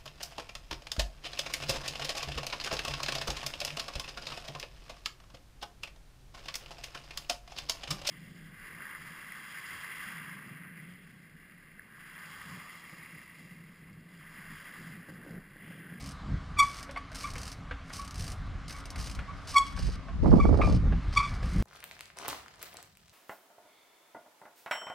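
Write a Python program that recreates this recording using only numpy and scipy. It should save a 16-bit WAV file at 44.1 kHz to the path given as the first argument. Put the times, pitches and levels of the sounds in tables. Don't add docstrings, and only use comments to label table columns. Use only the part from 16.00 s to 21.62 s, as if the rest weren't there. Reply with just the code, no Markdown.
import sys
import numpy as np
from scipy import signal
from scipy.fft import rfft, irfft, next_fast_len
from scipy.io import wavfile
from scipy.ndimage import uniform_filter1d

SR = 44100
rng = np.random.default_rng(int(sys.argv[2]) if len(sys.argv) > 2 else 0)


def linear_from_db(decibels):
    return 10 ** (np.asarray(decibels, float) / 20)


def master(y):
    cut = np.clip(np.atleast_2d(y).T, -1, 1)
    pcm = np.round(cut * 32767)
    wavfile.write(sys.argv[1], SR, pcm.astype(np.int16))


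N = 248062

CALM_HZ, CHATTER_SPAN_HZ, CREEP_SHARP = 1135, 40, 0.017


def curve(rows):
    return np.interp(np.arange(N) / SR, *np.transpose(rows))


def gated(rows, fade, tail):
    t = np.arange(N) / SR
    on = np.zeros(N)
    for start, end, first_db, last_db in rows:
        on += (t >= start) * (t < end) * linear_from_db(np.interp(t, [start, end], [first_db, last_db]))
    keep = np.exp(-1 / (tail * SR))
    dying = signal.lfilter([1 - keep], [1, -keep], on)
    return uniform_filter1d(np.maximum(on, dying), int(fade * SR))


def read(points, hz):
    f, value = np.transpose(points)
    return np.interp(np.log(hz + 1), np.log(f + 1), value)


def evened(x):
    return x / np.sqrt(np.mean(x ** 2) + 1e-20)


def band(x, lo_hz, hi_hz, order=2):
    return signal.sosfilt(signal.butter(order, [lo_hz, hi_hz], "bandpass", fs=SR, output="sos"), x)


def wobble(count, rate_hz):
    size = next_fast_len(count)
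    hz = np.fft.rfftfreq(size, 1 / SR)
    spectrum = rfft(rng.standard_normal(size)) * (hz > 0) / (1 + (hz / rate_hz) ** 4)
    return evened(irfft(spectrum, size)[:count])


def coloured(x, points):
    size = next_fast_len(N)
    gain = linear_from_db(read(points, np.fft.rfftfreq(size, 1 / SR)))
    return irfft(rfft(x, size) * gain, size)[..., :N]


def resonate(x, hz, width):
    return signal.lfilter(*signal.iirpeak(hz, hz / width, SR), x)


def add(mix, s, sound):
    part = mix[round(s * SR):][:len(sound)]
    part += sound[:len(part)]


def brake():
    # grab_s, level_db, pitch_hz, hold_s, bite_db (added to the overtones)
    slips = [
        (0.975, -34.5, 1151, 0.005, 3),
        (1.247, -34.5, 1182, 0.0079, 5),
        (1.279, -44, 1086, .005, 4),
        (1.358, -52, 1120, 0.0055, 6),
        (1.997, -38, 1135, 0.01, -22),
        (2.037, -48, 1135, .008, -28),
        (2.751, -49.5, 1130, 0.011, 11),
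        (3.294, -38, 1155, 0.0075, -13),
        (4.092, -46, 1084, 0.0073, -21),
    ]
    # time_s, level_db, pitch_hz, second_db, upper_db (overtones)
    squeezes = [
        [(.562, -50, 1160, -11, -25), (.576, -41.5, 1194, 0, -24), (.584, -42.5, 1146, -1, -7),
         (.594, -18, 1119, 0, -6.5), (.601, -21, 1158, -7, -9.5), (.608, -15.5, 1150, -10, -19),
         (.62, -23, 1123, -3.5, -29), (.634, -23.5, 1116, -11, -24), (.67, -44, 1170, -17, -25)],
        [(3.535, -45, 1122, -18, -30), (3.552, -30, 1154, -15, -32), (3.563, -18.5, 1114, -13, -20.5),
         (3.57, -16, 1118, -5.5, -16), (3.577, -20, 1119, -14, -18), (3.583, -19, 1124, -7, -8.5),
         (3.592, -30.5, 1125, -7, -10), (3.606, -25.5, 1103, -12.5, -28), (3.65, -47, 1103, -8, -25)],
        [(5.155, -45, 1140, -18, -22), (5.167, -29, 1135, -11, -16), (5.175, -21, 1140, 3, -9.5),
         (5.186, -28.5, 1149, -12, -16.5), (5.193, -31.5, 1138, -3, -14), (5.21, -24.5, 1120, -16, -26),
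         (5.222, -42, 1174, 0, -22), (5.236, -32, 1153, -7, -17.5), (5.295, -50.5, 1150, 1, -11)],
        [(4.378, -44, 1150, -10, -25), (4.392, -48, 1136, -13, -32), (4.403, -25.5, 1146, -22, -27),
         (4.412, -34, 1156, -0.5, -28), (4.422, -45.5, 1142, -3, -26), (4.434, -40.5, 1113, -1.5, -18),
         (4.48, -53, 1150, -3, -18)],
        [(4.605, -59, 1201, 7, -17), (4.618, -28, 1190, -6.5, -30), (4.628, -34.5, 1218, -5, -18),
         (4.636, -56.5, 1197, 14, -16), (4.644, -31, 1204, -11, -26), (4.666, -44, 1185, -7, -23),
         (4.69, -44, 1166, -16, -20), (4.72, -52, 1160, -9, -17)],
    ]
    judders = [.014, .01, .034, .022, .03]
    out = np.zeros(N)
    for row in slips:
        add(out, *chirp(slip(*row), loose=1, judder=.004))
    for rows, judder in zip(squeezes, judders):
        add(out, *chirp(rows, loose=0, judder=judder))
    return out


def slip(s, db, hz, hold, bite_db):
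    creep_s, ring_s = .03, .13
    creep_db, sag_db, release_db_per_s = db - 25, db - 4, 480
    second_db, upper_db = bite_db / 2 - 9, bite_db - 13
    scoop = 0.056 * np.clip((hz - CALM_HZ) / CHATTER_SPAN_HZ + 0.36, 0, 1)
    loose_hz, loose_overtones = hz * (1 - 0.012), (second_db - 4.5, upper_db - 4)
    grab_s = min(0.013 + .0005 * max(-27 - db, 0), creep_s * 4 / 5)
    return [(s - creep_s, creep_db, hz * (1 + CREEP_SHARP), *loose_overtones),
            (s - grab_s, creep_db, hz * (1 - scoop), second_db, upper_db),
            (s, db, hz * (1 - scoop / 2), second_db, upper_db),
            (s + hold, sag_db, hz, second_db, upper_db),
            (s + 2 * hold, sag_db - release_db_per_s * hold, loose_hz, *loose_overtones),
            (s + ring_s, sag_db - release_db_per_s * (ring_s - hold), loose_hz, *loose_overtones)]


def chirp(rows, loose, judder):
    # multiple, level_db
    overtones = [(3, 0), (4, -2.5), (5, -7), (6, -11.5), (7, -10), (8, -13.5), (9, -18.5), (10, -24),
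                 (11, -25), (12, -24.5), (13, -36)]
    s, *columns = np.transpose(rows)
    t = np.arange(s[0], s[-1], 1 / SR)
    count = len(t)
    level_db, hz, second_db, upper_db = (np.interp(t, s, c) for c in columns)
    weak = loose * np.clip((-16.0 - level_db) / 18, 0, 1)
    level_db = uniform_filter1d(level_db, int(.004 * SR))
    pull, span = linear_from_db(level_db), int(.005 * SR)
    hz = uniform_filter1d(hz * pull, span) / uniform_filter1d(pull, span)
    chatter = loose * np.clip((hz.max() - CALM_HZ * (1 + CREEP_SHARP)) / CHATTER_SPAN_HZ, 0, 1)
    level_db = level_db + 3 * chatter * wobble(count, 90)
    waver = (judder + .014 * weak + .016 * chatter) * wobble(count, 250)
    waver = waver - uniform_filter1d(waver, int(.012 * SR))
    level_db = level_db + 60 * judder * wobble(count, 120)
    turns = np.cumsum(hz * (1 + waver)) / SR
    second = linear_from_db(second_db + 2.1 * wobble(count, 60))
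    stack = np.cos(2 * np.pi * turns) + second * np.cos(2 * np.pi * (2 * turns + rng.random()))
    for k, db in overtones:
        gain = linear_from_db(db + upper_db - 12.4 * weak + 3 * wobble(count, 80))
        stack += gain * np.cos(2 * np.pi * (k * turns + rng.random()))
    return s[0], 1.56 * linear_from_db(level_db) * stack * signal.windows.tukey(count, .15)


def hub(x):
    # frequency_hz, level_db
    hub_colour = [(1820, -7), (3100, -3.5), (3250, -9), (3650, -6.5), (4870, 0.5), (6340, -6), (7110, -11),
                  (8650, -8.5), (11700, -18.5), (13200, -20), (15600, -27)]
    # frequency_hz, width_hz, level_db
    hub_rings = [(2750, 160, -33), (5000, 370, -19), (6170, 200, -13), (8650, 140, -7), (10300, 150, -8)]
    x = coloured(x, hub_colour)
    return 0.84 * x + sum(linear_from_db(db) * resonate(x, hz, width) for hz, width, db in hub_rings)


def freewheel():
    # click_s, peak_db
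    pawls = [(0.0057, -46), (0.024, -47), (0.0407, -43), (0.0597, -41), (0.0726, -45), (0.0901, -41),
             (0.1092, -47), (0.1175, -48), (0.666, -41), (0.6838, -45), (0.6965, -46), (0.7125, -44),
             (0.7288, -45), (0.7432, -41), (0.757, -44), (0.7677, -40), (0.7784, -45),
             (0.7865, -42.5), (0.7952, -44), (0.806, -48), (0.828, -36), (0.9102, -42.5),
             (0.9776, -55), (1.1166, -47), (1.1281, -53), (1.1504, -54), (1.1592, -46), (1.1865, -44),
             (1.2078, -38), (1.2234, -44), (1.2323, -39), (1.2558, -44), (1.2717, -46), (1.2835, -56),
             (1.3027, -38), (1.3135, -48), (1.335, -39), (1.3547, -40), (1.3628, -48),
             (1.3806, -35.5), (1.3971, -54), (1.4156, -39), (1.4314, -36), (1.454, -39),
             (1.4662, -43), (1.4778, -36), (1.4995, -45), (1.5164, -37), (1.527, -46),
             (1.8966, -51), (1.9183, -55), (1.936, -39), (1.9561, -42), (1.9662, -37.5),
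                    (1.981, -43.5), (1.9945, -40), (2.0152, -42), (2.048, -41), (2.077, -39.5),
                    (2.1082, -38.5), (2.1427, -40.5), (2.1565, -41.5), (2.1788, -40), (2.1948, -36.5),
                    (2.2068, -38), (2.222, -40), (2.2412, -38), (2.2651, -41), (2.2784, -36), (2.3006, -42),
                    (2.3181, -36.5), (2.4652, -58), (2.6807, -38.5), (2.695, -40), (2.7066, -37.5),
                    (2.7253, -39), (2.7642, -44), (2.7842, -46), (2.8021, -47), (2.855, -38), (2.9032, -36),
                    (2.958, -37.5), (2.9809, -44), (2.9902, -45), (2.9995, -38), (3.0116, -46),
                    (3.026, -42), (3.0419, -37.5), (3.0595, -39), (3.0709, -36.5), (3.0968, -37),
                    (3.1126, -39), (3.1492, -39), (3.19, -48), (3.2501, -81),
             (3.4791, -49.5), (3.4883, -45), (3.4973, -47), (3.5065, -40), (3.5155, -38), (3.543, -36),
                  (3.634, -48), (3.666, -39.5), (3.6784, -46), (3.7001, -54), (3.7121, -49), (3.724, -47),
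                  (3.7708, -51), (3.7892, -36.5), (3.8467, -42), (3.867, -41), (3.898, -45), (3.9192, -47),
                  (3.9434, -50), (4.2771, -50), (4.3077, -46), (4.3409, -54), (4.358, -49), (4.3712, -52),
                  (4.3835, -50), (4.4297, -45), (4.4535, -49), (4.485, -53), (4.4957, -53), (4.5327, -53),
                  (4.5459, -51), (4.5732, -43), (4.6356, -43), (4.6461, -45), (4.6581, -43), (4.6696, -38),
                  (4.6864, -45), (4.6976, -41), (4.7231, -37), (4.746, -42), (4.7566, -58), (5.2194, -47),
                  (5.2289, -50), (5.2762, -52), (5.2855, -52), (5.293, -43), (5.3393, -44), (5.3504, -48),
                  (5.4296, -47.5), (5.4566, -45), (5.4905, -47), (5.5109, -50), (5.5329, -42),
                  (5.5601, -48), (5.5988, -45)]
    # start_s, end_s, first_db, last_db
    whirr_spans = [(0.0, .13, -58, -61), (.6, .85, -45.5, -61), (1.146, 1.3, -43.5, -52.5),
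                   (1.38, 1.535, -51, -59), (1.84, 1.925, -68, -62), (1.929, 2.07, -45, -60.5),
                   (2.17, 2.34, -52, -55), (2.68, 2.815, -55, -57), (2.98, 3.165, -45, -57.5),
                   (3.33, 3.47, -70, -62), (3.473, 3.76, -44, -62.5), (3.765, 3.96, -48, -53.5),
                   (4.23, 4.5, -60.5, -58.5), (4.5, 4.775, -60, -51), (4.92, 5.12, -81, -63),
                   (5.127, 5.37, -45, -60.5), (5.426, 5.62, -53.5, -57)]
    t = np.arange(1500) / SR
    jangle = linear_from_db(-60 * t / 0.079) / (1 + (t / 0.031) ** 8)
    snap = np.minimum(t / 0.0013, 1) * (1.18 * linear_from_db(-60 * t / 0.0091) + .5 * jangle)
    clicks = np.zeros(N)
    for s, db in pawls:
        add(clicks, s, linear_from_db(db - 2.0) * snap)
    strength = linear_from_db(4.6 * np.minimum(rng.exponential(1, N), 3))
    links = strength * (rng.random(N) < 4000 / SR) * rng.choice([-1, 1], N)
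    ratchet = np.cumsum(60 * (1 + 0.16 * wobble(N, 13.0))) / SR
    teeth = .5 + 0.3 * np.exp(-(ratchet % 1) / 0.11)
    whirr = evened(hub(links)) * gated(whirr_spans, fade=0.0066, tail=0.0026)
    whirr *= linear_from_db(4.5 + 1.47 * wobble(N, 41)) * teeth
    noise = rng.standard_normal(N)
    return whirr + hub(noise * clicks) / np.std(hub(noise))


def knocks():
    # start_s, peak_db, tube_hz, low_hz, low_db
    blows = [(0.235, -54, 1350, 600, -4), (0.832, -44, 1670, 615, -23), (0.892, -32, 1440, 559, -1.5),
             (0.961, -25, 2144, 699, -12.5), (1.116, -37, 1540, 640, -5), (1.356, -29.5, 2200, 476, -10),
             (1.71, -25, 1580, 498, -10), (1.902, -31, 1440, 680, -24), (2.699, -34, 2140, 619, -36),
             (2.958, -32.5, 2220, 486, -19), (3.19, -28, 1415, 590, -13.5), (3.775, -32.5, 1590, 517, -11),
             (4.084, -36.5, 1550, 672, -3), (4.613, -23, 2210, 527, -26), (4.923, -31, 1635, 807, -4.5),
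             (5.127, -32.5, 1420, 570, -21), (5.429, -33.5, 1670, 513, -5.5)]
    out, t = np.zeros(N), np.arange(3000) / SR
    rise = np.minimum(t / 0.0008, 1)
    for s, db, tube_hz, low_hz, low_db in blows:
        noise = rng.standard_normal(3000)
        puff = evened(band(noise, 550, 2640, order=3)) * linear_from_db(-60 * t / 0.12)
        tube = 1.9 * np.sin(2 * np.pi * tube_hz * t) * linear_from_db(-60 * t / 0.043)
        low = np.sin(2 * np.pi * low_hz * t) * linear_from_db(low_db + 7.5 - 60 * t / 0.12)
        add(out, s, linear_from_db(db - 12.5) * (puff + tube + low) * rise)
    return out


def facing(x):
    # time_s, level_db
    treble = [(0, 7), (.6, 4), (2.3, 5), (3.6, 1), (3.95, -4.5), (4.4, -6), (5.2, -6), (5.62, 7)]
    dull = coloured(x, [(5000, 0.5), (9000, -8.0), (13000, -34)])
    return dull + linear_from_db(curve(treble)) * (x - dull)


def yard(x):
    # frequency_hz, t60_s
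    decay = [(500, 0.35), (1130, 0.56), (2300, 0.54), (3400, 0.58), (5000, 0.37), (10000, 0.36)]
    taps = np.zeros((2, SR // 2))
    slots = np.arange(500, SR // 2 - 20, 20)
    at = slots + rng.integers(0, 20, (2, len(slots)))
    np.put_along_axis(taps, at, rng.choice([-1., 1.], at.shape), 1)
    hz, t, z = signal.stft(taps, SR, nperseg=256)
    tail = signal.istft(z * linear_from_db(-60 * t / read(decay, hz)[:, None]), SR, nperseg=256)[1]
    return signal.fftconvolve(x[None], tail / np.linalg.norm(tail[0]), axes=1)[:, :N]


def wind():
    # time_s, strength_db
    breeze = [(0, -47), (1.05, -48.5), (1.6, -43), (2.1, -45.5), (3.0, -43), (3.7, -45.5), (4.02, -47.5),
              (4.18, -32.5), (4.3, -21), (4.75, -24.5), (5.05, -43), (5.62, -28.5)]
    # start_s, end_s, first_db, last_db
    roar_spans = [
        (4.235, 4.405, -21, -25.5),
        (4.445, 4.745, -26.5, -29),
        (4.84, 4.96, -44, -55),
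        (5.42, 5.56, -46, -55),
    ]
    breeze_db = curve(breeze)
    flutter_db = 0.86 * (breeze_db + 47) - 48.5
    a, b, c = rng.standard_normal((3, 2, N))
    lumps = np.clip([wobble(N, 12), wobble(N, 12)], -2, 1.2)
    rumble = evened(band(a, 27.9, 83.5)) * gusty(breeze_db, column=1) * linear_from_db(2.0 + 2.0 * lumps)
    flutter = evened(band(b, 116.5, 199.6)) * gusty(flutter_db, column=2) * linear_from_db(-4.0 + 3.73 * lumps)
    roar = evened(coloured(c, [(100, -19), (220, 6.5), (500, -4.0), (1000, -20.0), (2000, -81)]))
    roar *= gated(roar_spans, fade=.014, tail=0.0053) * linear_from_db(-1.0 + 3.7 * wobble(N, 54))
    exposure = linear_from_db(np.array([[-14], [1.5]]))
    return rumble + flutter + (roar + turbulence()) * exposure


def gusty(breeze_db, column):
    # peak_s, rumble_db, flutter_db, half_width_s
    gusts = [(.02, -63, -44, 0.14), (0.331, -32, -31.5, 0.048), (.56, -37, -44, 0.074),
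             (1.37, -38.5, -45, 0.042), (2.2, -37.5, -38, 0.04), (2.36, -37, -63, 0.12),
             (2.52, -34.5, -49, 0.043), (3.0, -35.5, -45, 0.017), (3.2, -37, -40, 0.023),
             (3.869, -31, -37, 0.071), (4.309, -26, -18, 0.048), (4.728, -20, -20, 0.035),
             (4.902, -21.5, -23, 0.055), (5.081, -26.5, -47, 0.039), (5.19, -27, -59, 0.027),
             (5.33, -28.5, -36, 0.023), (5.6, -23.5, -20, 0.033)]
    t = np.arange(N) / SR
    bells = sum(linear_from_db(2 * row[column]) * np.exp(-((t - row[0]) / row[3]) ** 2) for row in gusts)
    return np.sqrt(linear_from_db(2 * breeze_db) + bells)


def turbulence():
    # start_s, peak_db, edge_db
    eddies = [(3.795, -34.5, 15), (3.891, -33, 12), (4.247, -23, -35), (4.261, -15, -30), (4.278, -21, -33),
              (4.292, -35, -30), (4.309, -36, -32), (4.319, -15.5, -41), (4.33, -17, -41),
              (4.338, -16, -40), (4.356, -21, -33), (4.365, -24, -32), (4.384, -23, -28),
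              (4.394, -19.5, -30), (4.414, -37, -10), (4.438, -33, -22), (4.455, -13, -32),
              (4.474, -46, -24), (4.493, -18, -38), (4.529, -20.5, -41), (4.544, -18, -39),
              (4.552, -30, -25), (4.575, -22.5, -39), (4.591, -19.5, -26), (4.598, -18, -40),
              (4.608, -17, -37), (4.637, -17, -2), (4.648, -26, -29), (4.659, -36, -22),
              (4.676, -18.5, -27), (4.697, -20.5, -31), (4.714, -26.5, -24), (4.726, -33, -25),
              (4.758, -37, -25), (4.84, -35, -15), (4.872, -32, -23), (4.905, -39, -22), (4.927, -30, 0),
              (5.444, -46, -9), (5.57, -54, -8), (5.584, -50, -12), (5.61, -44, -11)]
    bursts, flicks, t = np.zeros(N), np.zeros(N), np.arange(1200) / SR
    body, edge = pop(276, 680), pop(880, 1970)
    for s, db, edge_db in eddies:
        add(bursts, s - .003, linear_from_db(db - 1.0 - 60 * t / 0.043) * np.minimum(t / 0.0034, 1))
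        flick = body + linear_from_db(min(edge_db, -24) + 14.5) * edge
        add(flicks, s - .002, rng.choice([-1, 1]) * linear_from_db(db - 1.5) * flick)
    noise = rng.standard_normal((2, N))
    colour = [(100, -8), (250, 4.5), (600, -4.5), (1200, -9.5), (1900, -38.5), (3000, -83)]
    return bursts * evened(coloured(noise, colour)) + flicks


def pop(lo_hz, hi_hz):
    flick = band(band(signal.unit_impulse(1200), lo_hz, hi_hz), 60, 1730, order=6)
    return flick / abs(flick).max()


def air():
    # frequency_hz, level_db
    air_colour = [(200, -36), (340, -13.5), (769, -5), (846, -11.5), (1180, 1.5), (1280, -3), (1910, -8.5),
                  (2210, -7), (2390, -14), (3990, -17.5), (4400, -19), (9480, -35.5), (15600, -54)]
    # time_s, level_db
    swell = [(0, 1), (2, -1.5), (3.2, 1), (4.5, -2.5), (5.05, 1.5), (5.62, 5)]
    frames, hz = N // 256 + 5, np.fft.rfftfreq(1024, 1 / SR)
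    a, b, c, d, patches = rng.standard_normal((frames, 513, 5)).T
    patches = evened(uniform_filter1d(uniform_filter1d(patches, 12, 0), 14, 1))
    side_db = read([(300, -13.0), (1500, -9.0), (5000, 0.0), (9000, -2)], hz)
    mid, side = a + 1j * b, linear_from_db(side_db)[:, None] * (c + 1j * d)
    far_db = 8 * np.clip(hz / 9000 - 1, 0, 1)[:, None]
    z = np.array([mid + side, mid - side]) * linear_from_db(read(air_colour, hz)[:, None] + 1.6 * patches - far_db)
    wash = signal.istft(z, nperseg=1024, noverlap=768)[1][:, :N]
    wash = wash / np.std(band(wash.mean(0), 217, 15000)) * linear_from_db(-51.5 + curve(swell))
    hum_hz, hum_width_hz = 271, 27
    hum = resonate(resonate(rng.standard_normal(N), hum_hz, hum_width_hz), hum_hz, hum_width_hz)
    return wash + linear_from_db(-58.5) * evened(hum)


def scene():
    squeal, parts = facing(brake()), facing(freewheel() + knocks())
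    bike = squeal + parts
    direct = np.array([bike, np.roll(bike, shift=1)])
    return direct + yard(linear_from_db(-15.0) * squeal + linear_from_db(-13.0) * parts) + wind() + air()


def roll_off(x):
    return signal.sosfilt(signal.butter(12, 15710, fs=SR, output="sos"), x)


def record(dry):
    # time_s, level_db
    width = [(0, -82), (2.1, -68), (2.3, -22.5), (2.8, -10.5), (4.1, -4.5), (4.35, 2.5), (4.7, -5.5),
             (5.1, -27.5), (5.5, -41)]
    mid, side = (dry[0] + dry[1]) / 2, (dry[0] - dry[1]) / 2
    opened = np.clip(linear_from_db(curve(width) + 0.5), 0, 1)
    treble_side = linear_from_db(-17.5) * coloured(side, [(3000, -25.5), (5000, -2.5), (10500, -0.5), (12000, 11)])
    side = opened * side + (1 - opened) * treble_side
    return roll_off(np.array([mid + side, mid - side]))


dry = scene()
out = record(dry)
master(out)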